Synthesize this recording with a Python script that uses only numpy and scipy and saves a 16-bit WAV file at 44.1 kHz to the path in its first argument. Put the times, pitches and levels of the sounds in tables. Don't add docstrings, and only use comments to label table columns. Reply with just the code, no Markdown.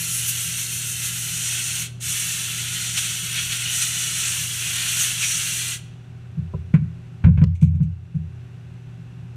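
import sys
import numpy as np
from scipy import signal
from scipy.fft import rfft, irfft, next_fast_len
from scipy.io import wavfile
from scipy.ndimage import uniform_filter1d, minimum_filter1d, map_coordinates

SR = 44100
rng = np.random.default_rng(int(sys.argv[2]) if len(sys.argv) > 2 else 0)


def int16_out(signal):
    q = np.round(np.clip(np.atleast_2d(signal).T, -1, 1) * 32767)
    wavfile.write(sys.argv[1], SR, q.astype(np.int16))


N = 412776

# (frequency [Hz], level [dB rms])
HUM_LINES = [(89.5, -76), (119.7, -38.5), (165, -65), (255.5, -60.5), (360, -64), (386, -62), (770, -73.5)]
# (frequency [Hz], relative density [dB per Hz])
DRONE_COLOUR = [(20, -35.5), (45, -10.5), (70, -14), (88, 0), (104, -8), (125, -7.5), (142, -7.5), (163, 3),
                (185, -8.5), (215, -21.5), (300, -25.5), (500, -39)]
# (frequency [Hz], relative density [dB per Hz])
FAN_COLOUR = [(200, -30), (430, -9), (750, -10.5), (1000, -14), (1500, -13), (2200, -16), (2900, -15.5),
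              (3500, -18.5), (4800, -26), (6000, -26.5), (8000, -29), (11000, -36.5), (14000, -41.5),
              (15300, -49.5)]
# (frequency [Hz], width [Hz], lift or dip [dB])
FAN_RESONANCES = [(1505, 200, 3), (2670, 190, 5.5), (3144, 101, -6.5), (5900, 180, 5), (7960, 400, 0.5)]

# (frequency [Hz], relative density [dB per Hz])
JET_COLOUR = [(450, -31), (900, -30.5), (1150, -24.5), (1400, -13.5), (2000, -10.5), (2700, -5),
              (3600, -6.5), (4700, -13), (5250, -13), (5800, -3), (9000, -7), (11800, -15), (12600, -19.5),
              (15200, -21.5)]
# (frequency [Hz], width [Hz], lift [dB])
CAVITY_RESONANCES = [(445, 35, 4.9), (755, 94, 7.2), (947, 69, 6.7), (1048, 35, 5.2), (1338, 265, 4.1),
                     (2032, 35, 2.6), (2705, 64, 4.9), (2959, 44, 5.7), (3047, 38, 5.7), (3333, 85, 4.1),
                     (4167, 57, 3.0), (4262, 156, 4.1), (5898, 67, 2.8), (6592, 48, 2.9), (8031, 48, 2.8),
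                     (8232, 299, 2.6), (9103, 204, 3.9), (9324, 183, 3.2), (11766, 83, 2.5),
                     (13650, 283, 2.7)]
# (press [s], release [s])
SQUEEZES = [(-.3, 1.812), (1.998, 5.715)]
VALVE_OPEN_S, VALVE_CLOSE_S = 0.049, .05
# (time [s], roar level [dB], hiss level [dB], sizzle level [dB])
AIM_CURVES = [
    [(0, -34.5, -30, -32.5), (0.18, -33.5, -27.5, -30.5), (0.4, -33.5, -29.5, -33), (1.0, -34.5, -30, -33),
     (1.3, -33.0, -29.5, -33.5), (1.45, -31.5, -27.5, -35.5), (1.82, -32, -29.5, -34.5)],
    [(2.05, -31.5, -26, -31), (2.32, -30.5, -28.5, -33), (2.42, -32, -31, -36.5), (2.75, -32.0, -31, -37),
     (3.04, -30.5, -27.0, -36.0), (3.22, -33.5, -32, -36.5), (3.67, -30.0, -30.0, -36.5),
     (3.75, -29.0, -23.5, -31.5), (3.93, -30.0, -28.0, -35.5), (4.28, -28.5, -25.0, -34),
     (4.45, -32, -29.5, -34.5), (4.85, -28.0, -28, -34.5), (5.02, -27.5, -24, -29),
     (5.14, -30.5, -29, -36.5), (5.31, -28, -24.5, -34.5), (5.48, -30.5, -27.0, -33.5),
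     (5.72, -31.0, -29.5, -36)],
]
# (power of valve opening [-], swing with the wrist [dB], share of a gust's brightness [-])
EDDY_SIZES = [(.85, 0.26, -0.995), (1.05, 0.8, 0.22), (1.3, 1.7, 0.58)]
WAG_PERIOD_S, WAG_PEAK_S, WAG_UNTIL_S = 0.1503, .297, 1.2
# (time [s], length [s], lift [dB], brightness [dB])
EDGE_GUSTS = [(0.291, 0.014, 5.5, 2.5), (1.051, 0.047, 2, -2), (2.981, 0.021, 7, -2.5),
              (3.375, 0.069, 2.5, -3), (3.523, 0.034, 3.5, -1.5), (3.826, 0.025, 3.5, -1),
              (5.03, 0.052, 1.5, 0.1), (5.232, 0.03, 2.5, -1)]
# (time [s], length [s], level [dB], centre [Hz])
HOLE_WHISTLES = [(.16, 0.099, -32.5, 10600), (.287, 0.032, -30, 13600), (2.62, .16, -40, 3330),
                 (3.1, .16, -40, 3376), (3.38, 0.033, -33, 2350), (3.68, 0.054, -29.5, 2880),
                 (4.66, .04, -32, 2570), (5.022, .05, -24.5, 6400), (5.238, 0.035, -26, 2380),
                 (5.28, 0.13, -29.5, 5830)]
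WHISTLE_SPREAD = .0045
STRAY_DB, STRAY_S, STRAY_LOW_HZ, STRAY_HIGH_HZ = -43, .11, 2400, 4300
# (frequency [Hz], t60 [s])
CABINET_DECAY = [(200, 0.36), (3000, 0.72), (7000, 0.5), (14000, 0.34)]

# (time [s], thump level [dB], swell [s], change of
# the deepest modes [dB])
WALL_KNOCKS = [(6.368, -12, .017, -2.5), (6.536, -21.5, .0067, 7), (6.738, -3, .0047, -11.5),
               (6.818, -16.5, .0052, -14.5), (7.239, -10, .0056, 15), (7.26, 0.5, 0.0067, -4.5),
               (7.277, 2, 0.0082, -2.5), (7.371, -6, .009, 9), (7.413, 7, 0.0099, -0.5),
               (7.619, 6, .011, -.5), (7.737, -5, .017, -3.5), (7.799, 1, 0.013, -2.5),
               (8.141, -8, .017, -4.5)]
# (frequency [Hz], relative level [dB], t60 [s])
WALL_MODES = [(70.9, -13.5, 0.33), (86.26, -7, 0.63), (95.2, -15, 0.49), (117.16, -13, 0.44),
              (147.6, -11.5, 0.29), (153.2, 2, 0.19), (164.6, -4.5, 0.32), (190, -16.5, 0.26),
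              (238, -25.5, 0.13), (284, -30.5, .08)]
REBOUND_S, REBOUND_DB = 0.04504, -14
# (frequency [Hz], relative level [dB], t60 [s])
GRIP_MODES = [(385, -3, 0.099), (440, -2.5, 0.09), (500, 1.5, 0.07), (584, -4, 0.056), (740, -13, 0.049),
              (860, -16.5, 0.037), (995, -5.5, 0.051), (1165, -15, 0.054), (1340, -15, .05)]
# (time [s], level [dB])
GRIP_STRIKES = [(6.536, -27), (6.738, -28), (7.275, -24), (7.426, -19), (7.619, -37.5)]
GRIP_SHAKE_DB, LEVER_SHAKE_DB = -40, -46
# (time [s], level [dB])
JOLTS = [(6.738, -25), (7.239, -23.5), (7.371, -28.5), (7.413, -32)]
# (frequency [Hz], relative density [dB per Hz])
RATTLE_COLOUR = [(200, -10), (450, 1.5), (750, -8.5), (1000, -3), (1250, -9), (1480, 2), (1850, -8.5),
                 (2350, -1.5), (3100, -16), (4200, -25), (5200, -33), (9500, -40), (12000, -63)]
# (time [s], level before the attack [dB], t60 [s])
CLINK_TIMES = [(6.739, -47, 0.08), (7.551, -43.5, .14), (7.612, -37, .12), (7.624, -40, 0.2),
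               (7.748, -51, 0.098), (7.828, -46.5, 0.12), (8.149, -59, .1)]
# (frequency [Hz], relative density [dB per Hz])
FITTING_COLOUR = [(900, -41.5), (1850, -23), (2250, 7), (2750, -2.5), (3600, -8.5), (5300, -18), (6000, -6),
                  (7500, -10), (9400, -11), (10500, -30), (11500, -17.5), (14000, -41)]
# (time [s], level before the attack [dB], t60 [s])
HOOK_SNAPS = [(7.439, -15.5, .018), (7.470, -38, .01)]
# (frequency [Hz], relative density [dB per Hz])
SNAP_COLOUR = [(300, -15), (1900, 0), (4000, -6), (7500, -17), (11000, -42)]

TOP_HZ = 15330


def amp(db):
    return 10 ** (np.asarray(db) / 20)


def unit(x):
    return x / np.sqrt(np.mean(x ** 2) + 1e-20)


def along(points, hz):
    f, v = np.transpose(points)
    return np.interp(np.log(hz + 1), np.log(f + 1), v)


def bumps(resonances, hz):
    return sum(db / (1 + (2 * (hz - centre) / width) ** 2) for centre, width, db in resonances)


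def clock():
    return np.arange(N) / SR


def wobble(rate):
    knots = rng.standard_normal(int(N * rate / SR) + 4)
    return unit(map_coordinates(knots, [np.arange(N) * rate / SR]))


def filtered(x, response):
    size = next_fast_len(N + SR // 2)
    spectrum = rfft(x, size) * response(np.fft.rfftfreq(size, 1 / SR))
    return irfft(spectrum, size)[:N]


def noise(response):
    return unit(filtered(rng.standard_normal(N), response))


def add(track, s, sound):
    part = track[round(s * SR):][:len(sound)]
    part += sound[:len(part)]


def swell(s, length):
    return np.exp(-.5 * np.minimum((2 * (clock() - s) / length) ** 2, 100))


def bursts(rows, spectrum, attack):
    level, t = np.zeros(N), np.arange(SR // 2) / SR
    for s, db, t60 in rows:
        add(level, s, amp(db - 60 * t / t60) * (1 - np.exp(-t / attack)))
    return level * noise(lambda hz: amp(along(spectrum, hz)))


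def ringing(modes, t, scatter_db):
    total = 0
    for hz, db, t60 in modes:
        level_db = db + rng.normal(0, scatter_db) - 60 * t / t60
        total = total + amp(level_db) * np.sin(2 * np.pi * hz * t)
    return total


def machine(drone_db=-42.5, fans_db=-57.5, waver_db=1.0, drift_rad=0.29):
    t, hum = clock(), np.zeros(N)
    for hz, db in HUM_LINES:
        level = amp(db + waver_db * wobble(4.6)) * np.sqrt(2)
        hum += level * np.sin(2 * np.pi * hz * t + drift_rad * wobble(2.2))
    drone = noise(lambda hz: amp(along(DRONE_COLOUR, hz)) / (1 + (hz / 600) ** 4))
    fans = noise(lambda hz: amp(along(FAN_COLOUR, hz) + bumps(FAN_RESONANCES, hz)))
    return hum + amp(drone_db) * drone + amp(fans_db) * fans


def valve(press, release):
    t = clock()
    opening = 1 - np.exp(-np.maximum(t - press, 0) / VALVE_OPEN_S)
    closing = np.exp(-(np.maximum(t - release, 0) / VALVE_CLOSE_S) ** 2)
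    return opening * closing


def eddy_levels():
    t, levels = clock(), []
    wag = np.cos(2 * np.pi * (t - WAG_PEAK_S) / WAG_PERIOD_S) * (t < WAG_UNTIL_S)
    gusts = [(swell(s, length), db, bright_db) for s, length, db, bright_db in EDGE_GUSTS]
    blasts = [(valve(*squeeze), np.transpose(aim)) for squeeze, aim in zip(SQUEEZES, AIM_CURVES)]
    for k, (power, wag_db, share) in enumerate(EDDY_SIZES):
        flow = sum(opening ** power * amp(np.interp(t, s, aim_db[k])) for opening, (s, *aim_db) in blasts)
        gust_db = sum(shape * (db + share * bright_db) for shape, db, bright_db in gusts)
        levels.append(flow * amp(wag_db * wag + gust_db))
    return levels


def jet_colour(hz):
    bass_cut = hz ** 2 / (hz ** 2 + 250 ** 2)
    return amp(along(JET_COLOUR, hz) + bumps(CAVITY_RESONANCES, hz)) * bass_cut


def air_gun(roar_hz=4900, sizzle_hz=10300, flutter_db=.5, sputter_db=0.43, tremor_db=.5):
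    below = lambda hz, edge: 1 / (1 + (hz / edge) ** 20)
    roar = noise(lambda hz: jet_colour(hz) * np.sqrt(below(hz, roar_hz)))
    hiss = noise(lambda hz: jet_colour(hz) * np.sqrt((1 - below(hz, roar_hz)) * below(hz, sizzle_hz)))
    sizzle = noise(lambda hz: jet_colour(hz) * np.sqrt(1 - below(hz, sizzle_hz)))
    jet = np.zeros(N)
    for level, eddy in zip(eddy_levels(), [roar, hiss, sizzle]):
        jet += level * eddy * amp(flutter_db * wobble(35))
    return jet * amp(sputter_db * wobble(130) + tremor_db * wobble(12))


def whistle(s, length, db, centre_hz):
    octaves = WHISTLE_SPREAD / length
    peak = lambda hz: np.exp(-.5 * (np.log2((hz + 1) / centre_hz) / octaves) ** 2)
    band = noise(lambda hz: jet_colour(hz) * peak(hz))
    return amp(db) * swell(s, length) * band


def whistles(count=6):
    last_release = SQUEEZES[-1][1]
    strays = []
    for when, pitch in rng.random((count, 2)):
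        centre_hz = STRAY_LOW_HZ * (STRAY_HIGH_HZ / STRAY_LOW_HZ) ** pitch
        strays.append((when * last_release, STRAY_S, STRAY_DB, centre_hz))
    air_flow = sum(valve(*squeeze) for squeeze in SQUEEZES)
    return air_flow * sum(whistle(*row) for row in list(HOLE_WHISTLES) + strays)


def near_walls(x, strength=.11, reach_s=.012, count=14):
    out = x.copy()
    for delay in rng.uniform(.001, reach_s, count):
        out += strength * wobble(2.496) * np.pad(x, (int(delay * SR), 0))[:N]
    return out / np.sqrt(1 + count * strength ** 2)


def cabinet(x):
    hz, t, z = signal.stft(rng.standard_normal(SR), SR, nperseg=256)
    decay = amp(-60 * t / along(CABINET_DECAY, hz)[:, None])
    tail = signal.istft(z * decay, SR, nperseg=256)[1]
    return signal.fftconvolve(x, tail / np.linalg.norm(tail))[:N]


def knocks(sway_hz=105):
    out, t = np.zeros(N), np.arange(SR) / SR
    for s, db, swell_s, sway_db in WALL_KNOCKS:
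        panel = [(hz, level + sway_db * (hz < sway_hz), t60) for hz, level, t60 in WALL_MODES]
        boom = ringing(panel, t, scatter_db=.5) * (1 - np.exp(-(t / swell_s) ** 2))
        add(out, s, amp(db) * boom)
        add(out, s + REBOUND_S, amp(db + REBOUND_DB) * boom)
    return out


def grip():
    out, t = np.zeros(N), np.arange(SR // 2) / SR
    shakes = [(s, db + GRIP_SHAKE_DB) for s, db, *_ in WALL_KNOCKS]
    for s, db in shakes + list(GRIP_STRIKES):
        add(out, s, amp(db) * ringing(GRIP_MODES, t, scatter_db=2) * (1 - np.exp(-t / .004)))
    return out


def mount(x, edge_hz=52):
    return signal.sosfilt(signal.butter(3, edge_hz, "highpass", fs=SR, output="sos"), x)


def hardware(rattle_t60=0.11):
    shakes = [(s, db + LEVER_SHAKE_DB) for s, db, *_ in WALL_KNOCKS] + list(JOLTS)
    rattle = bursts([(s, db, rattle_t60) for s, db in shakes], RATTLE_COLOUR, attack=0.0058)
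    clinks = bursts(CLINK_TIMES, FITTING_COLOUR, attack=.0012)
    snaps = bursts(HOOK_SNAPS, SNAP_COLOUR, attack=.0006)
    return rattle + clinks + snaps


def scene():
    air = near_walls(air_gun() + whistles()) + hardware()
    through_steel = mount(knocks() + grip())
    mono = air + amp(-17.5) * cabinet(air) + through_steel + machine()
    return np.array([mono, mono])


def limiter(x, ceiling=0.76, release_db=11):
    over_db = 20 * np.log10(np.maximum(np.abs(x).max(axis=0) / ceiling, 1))
    creep = release_db * clock()
    cut_db = np.maximum.accumulate(over_db + creep) - creep
    gain = minimum_filter1d(amp(-cut_db), size=129)
    return x * uniform_filter1d(gain, size=129)


def record(dry):
    band = lambda hz: np.clip((TOP_HZ - hz) / 150 + .5, 0, 1)
    return np.array([filtered(channel, band) for channel in limiter(dry)])


dry = scene()
out = record(dry)
int16_out(out)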